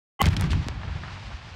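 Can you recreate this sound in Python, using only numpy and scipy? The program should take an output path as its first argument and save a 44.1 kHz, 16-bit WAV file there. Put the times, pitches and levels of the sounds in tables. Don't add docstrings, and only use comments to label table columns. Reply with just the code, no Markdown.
import sys
import numpy as np
from scipy import signal
from scipy.fft import rfft, irfft
from scipy.io import wavfile
from scipy.ndimage import uniform_filter1d

SR = 44100
rng = np.random.default_rng(int(sys.argv[2]) if len(sys.argv) > 2 else 0)


def ratio(d):
    e = np.asarray(d, float) / 20
    return 10 ** e


def file_out(sig):
    cols = np.atleast_2d(sig).T
    lim = np.clip(cols, -1, 1)
    pcm = np.round(lim * 32767).astype(np.int16)
    wavfile.write(sys.argv[1], SR, pcm)


N = 68355
T = np.arange(N) / SR
OPENS_S, SHOCK_S = 0.1915, 0.2178

# pitch_hz, level_db, phase_turns
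FRAME_MODES = [
    (808, -18, 0.05),
    (1098, -17, 0.22),
    (2037, -22, 0.54),
    (2830, -22, 0.33),
    (3047, -23, 0.43),
]
RING_UP_DB_PER_S, RING_HOLD_S, RING_OFF_DB_PER_S = 1303, 0.0056, 5000
RING_ROUGHNESS, RING_FILL_DB = .55, -28

# start_s, level_db, fade_t60_s, centre_hz
BURSTS = [(.193, -54, .01, 6000), (.2025, -46, .06, 8000), (.2163, -17, .005, 12500),
          (0.226, -28.5, 0.027, 3500), (0.233, -32, 0.021, 1980), (.240, -22, 0.019, 1760),
          (0.2437, -35.5, .03, 1950), (0.2567, -22, 0.019, 2460), (.2595, -24, 0.014, 2000),
          (.2645, -29.5, 0.045, 3000), (.267, -22, 0.029, 2000), (0.277, -34, 0.044, 3100),
          (0.299, -40, 0.085, 2580), (.329, -30, 0.057, 1660), (.3655, -23, .03, 3000),
          (0.396, -39, 0.02, 2500), (0.422, -24.5, 0.02, 1610), (.440, -37, 0.086, 1470),
          (.503, -33, .09, 3200), (0.517, -28.5, .04, 2756), (.531, -26.5, 0.033, 1410),
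          (0.662, -45, 0.036, 3000), (0.815, -36, 0.015, 1287), (.832, -29, 0.02, 1000),
          (.878, -36, 0.033, 1600), (.894, -36, .03, 800), (.961, -35, 0.02, 750), (1.034, -32, .03, 1100),
          (1.079, -36.5, 0.043, 1183)]
BURST_WIDTH, BURST_AIR_DB, BURST_RISE_S, SPIT_POWER = .8, -17, 0.00086, 1.5
AIR_LOSS_DB_PER_S = 60
DULL_TOP_HZ, DULL_TIME_S = 19000, .45

# time_s, level_db
BOOM_LEVEL = [(0.216, -36), (.24, -28), (.29, -28), (.31, -23), (.38, -23.5), (.47, -21.5), (.53, -21),
              (.60, -22), (.64, -36), (.70, -31), (.80, -35), (.90, -33), (1.0, -37), (1.2, -40),
              (1.3, -39), (1.40, -44), (1.55, -43)]
# frequency_hz, level_db
BOOM_COLOUR = [(15, -46), (25, -4), (54, -7.5), (87, -9), (162, -8), (209, -15.5), (232, -18), (400, -26.5),
               (520, -40), (880, -120)]
BOOM_SCATTER_DB, BOOM_MUD_DB = 2.5, -4
SWING_HZ, SWING_SPREAD = 98, .47

# start_s, peak_db, pitch_hz, length_cycles
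THUMPS = [(.202, -24, 390, 3), (.2178, -18, 520, 2), (.2185, -17, 300, 1.5), (.222, -15, 170, 1.5),
          (.2385, -13, 85, 1.3), (.252, -18, 110, 1.2), (.262, -14, 240, 1.5), (.267, -13, 170, 1.8),
          (.2775, -7, 77, 1.3), (.291, -12, 125, 1.6), (.336, -19, 150, 2), (.372, -20, 190, 2),
          (.44, -26, 420, 2), (.6655, -27, 260, 2), (.668, -22, 90, 1.5), (.6865, -25, 330, 2),
          (.694, -22, 70, 2.2), (.757, -22, 60, 2.2), (.851, -25, 90, 1.5), (.878, -22, 95, 1.8),
          (.898, -23, 75, 2.5), (.954, -22, 100, 1.8), (1.015, -26, 90, 1.8), (1.128, -30, 70, 1.5),
          (1.265, -30, 60, 2), (1.342, -25, 65, 1.8), (1.52, -31, 65, 1.8)]

# time_s, level_db, treble_tilt_db
DEBRIS_LEVEL = [(0.223, -36, -17.5), (0.252, -29, -10), (0.255, -44, -13), (0.283, -30, -10),
                (.292, -45, -15), (0.309, -38.5, -0.5), (.343, -39.5, 1.5), (.355, -44, -7), (.40, -38, -1),
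                (.465, -41, 4), (.485, -44, -4), (.51, -40, 0), (0.549, -44, 2), (.63, -44, 2),
                (.8, -43, -5), (1.1, -44, 2), (1.3, -47, 3), (1.55, -48, 2)]
# frequency_hz, level_db
DEBRIS_COLOUR = [(120, -30), (200, -5), (400, -10.5), (820, -2), (2500, -7), (4800, -15), (7400, -28),
                 (15000, -65)]
RATTLE_PER_S, RATTLE_SCATTER_DB, RATTLE_DB = 900, 4, -7.5
FLICKER_DB, FLICKER_PER_S = 1.1, 45
DUST_AIR_DB, DUST_AIR_T60_S = -17, 1.25

# start_s, level_db, top_hz, sweep_time_s
SNAPS = [(0.2164, -13, 13800, .0004), (.2268, -24, 12000, .0005), (.2567, -19, 10000, .0005),
         (.2597, -23, 9300, .0004), (.2662, -22, 12000, .0004), (.3978, -32, 9000, .0004),
         (.5162, -32, 11000, .0004), (.5312, -33, 11000, .0004), (0.2871, -24, 9000, 0.00045),
         (.3670, -22, 8680, .0005), (.4105, -21, 15000, .0004), (0.4205, -35, 12000, 0.000465),
         (0.4408, -31, 9000, 0.00058), (.6850, -18.5, 8720, 0.00034)]
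SNAP_T60_S, SNAP_LOW_HZ = .011, 380

ECHO_T60_S, ECHO_DB = .25, -21
LOW_CUT_HZ, TOP_CUT_HZ = 35.7, 16000


def unit(x):
    return x / np.sqrt(np.mean(x ** 2))


def butter(x, order, hz, kind="low"):
    return signal.sosfilt(signal.butter(order, hz, kind, fs=SR, output="sos"), x)


def colour(x, points):
    freq_hz = np.fft.rfftfreq(N, 1 / SR)
    point_hz, point_db = np.array(points, float).T
    gain_db = np.interp(np.log(freq_hz + 1), np.log(point_hz), point_db)
    return irfft(rfft(x) * ratio(gain_db), N)


def band(x, hz, width):
    return signal.lfilter(*signal.iirpeak(hz, 1 / width, fs=SR), x)


def walk(rate_per_s):
    hold = int(SR / rate_per_s)
    steps = np.repeat(rng.standard_normal(N // hold + 1), hold)
    smooth = uniform_filter1d(uniform_filter1d(steps, hold), hold)
    return unit(smooth[:N])


def add(out, at_s, x):
    i = int(at_s * SR)
    out[i:i + len(x)] += x[:max(N - i, 0)]


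def wavelet(hz, cycles, fade=1):
    t = T[:int(cycles / hz * SR)]
    return np.sin(2 * np.pi * hz * t) * (1 - fade * t * hz / cycles)


def frame():
    from_shock = T - SHOCK_S
    rise_db = RING_UP_DB_PER_S * np.minimum(from_shock + RING_HOLD_S, 0)
    cut_db = RING_OFF_DB_PER_S * np.maximum(from_shock, 0)
    fill = unit(butter(rng.standard_normal(N), 8, [500, 3200], "band"))
    modes = np.zeros(N)
    for hz, db, turn in FRAME_MODES:
        rough = 1 + RING_ROUGHNESS * walk(300)
        modes += ratio(db) * rough * np.sin(2 * np.pi * (hz * from_shock + turn))
    return ratio(rise_db - cut_db) * (modes + ratio(RING_FILL_DB) * fill)


def boom():
    swings = []
    for k, (stretch, size) in enumerate(rng.standard_normal((600, 2))):
        swing = wavelet(SWING_HZ * np.exp(SWING_SPREAD * stretch), .5, fade=0)
        swings.append((-1) ** k * ratio(BOOM_SCATTER_DB * size) * swing)
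    roll = butter(np.concatenate(swings)[:N], 4, 200)
    mud = colour(rng.standard_normal(N), BOOM_COLOUR)
    mix = unit(unit(roll) + ratio(BOOM_MUD_DB) * unit(mud))
    time_s, level_db = np.array(BOOM_LEVEL, float).T
    mix = mix * ratio(np.interp(T, [OPENS_S, *time_s], [-60, *level_db]))
    return butter(mix, 1, 900)


def bursts():
    out, t = np.zeros(N), T[:SR // 8]
    noises = rng.standard_normal((len(BURSTS), len(t)))
    for (start_s, db, t60_s, hz), noise in zip(BURSTS, noises):
        raw = noise * np.abs(noise[::-1]) ** SPIT_POWER
        body = unit(band(band(raw, hz, BURST_WIDTH), hz, 2 * BURST_WIDTH))
        air_db = BURST_AIR_DB - AIR_LOSS_DB_PER_S * (start_s - SHOCK_S)
        rise = np.minimum(t / (BURST_RISE_S * t60_s / .02), 1)
        puff = (body + ratio(air_db) * raw) * ratio(db - 60 * t / t60_s) * rise
        top_hz = DULL_TOP_HZ * np.exp(-max(start_s - SHOCK_S, 0) / DULL_TIME_S)
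        add(out, start_s, butter(puff, 2, top_hz))
    return out


def plant_echo(sharp):
    t = T[:SR // 3]
    tail = band(rng.standard_normal(len(t)), 1900, 3.1) * ratio(-60 * t / ECHO_T60_S)
    tail = tail / np.sqrt(np.sum(tail ** 2))
    return signal.fftconvolve(sharp, tail)[:N] * ratio(ECHO_DB)


def thumps():
    out = np.zeros(N)
    for start_s, db, hz, cycles in THUMPS:
        add(out, start_s, ratio(db) * wavelet(hz, cycles))
    return butter(out, 1, 900)


def debris():
    time_s, level_db, tilt_db = np.array(DEBRIS_LEVEL, float).T
    when, sign, size = rng.random((3, N))
    hits = (when < RATTLE_PER_S / SR) * np.sign(sign - .5)
    rattle = hits * ratio(-RATTLE_SCATTER_DB * np.log(size + 1 / 50))
    raw = colour(rng.standard_normal(N) + ratio(RATTLE_DB) * unit(rattle), DEBRIS_COLOUR)
    low = butter(raw, 1, 2500)
    air = unit(butter(rng.standard_normal(N), 1, [6000, 11000], "band"))
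    tilt = ratio(np.interp(T, time_s, tilt_db))
    low_part = low * ratio(FLICKER_DB * walk(FLICKER_PER_S))
    high_part = (raw - low) * tilt * ratio(FLICKER_DB * walk(FLICKER_PER_S))
    air_db = DUST_AIR_DB - 60 * np.maximum(T - SHOCK_S, 0) / DUST_AIR_T60_S
    mix = (low_part + high_part) / np.std(raw) + air * tilt * ratio(air_db)
    return mix * ratio(np.interp(T, [SHOCK_S - .008, *time_s], [-70, *level_db], left=-140))


def snaps():
    out, t = np.zeros(N), T[:SR // 50]
    for start_s, db, top_hz, sweep_s in SNAPS:
        pitch_hz = SNAP_LOW_HZ + (top_hz - SNAP_LOW_HZ) * np.exp(-t / sweep_s)
        sweep = np.sin(2 * np.pi * np.cumsum(pitch_hz) / SR)
        rise = np.minimum(t * top_hz, 1)
        add(out, start_s, ratio(db - 60 * t / SNAP_T60_S) * rise * sweep)
    return out


def scene():
    sharp = snaps() + bursts()
    mix = frame() + boom() + sharp + plant_echo(sharp) + thumps() + debris()
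    return (mix * (T > OPENS_S))[None]


def band_limit(x):
    return signal.sosfilt(signal.butter(12, 16580, fs=SR, output="sos"), x)


def record(dry):
    x = signal.sosfiltfilt(signal.butter(2, LOW_CUT_HZ, "high", fs=SR, output="sos"), dry)
    x = x * np.clip((T - OPENS_S) / .002, 0, 1)
    x = signal.sosfilt(signal.ellip(8, .2, 70, TOP_CUT_HZ, fs=SR, output="sos"), x)
    return band_limit(x)


dry = scene()
out = record(dry)
file_out(out)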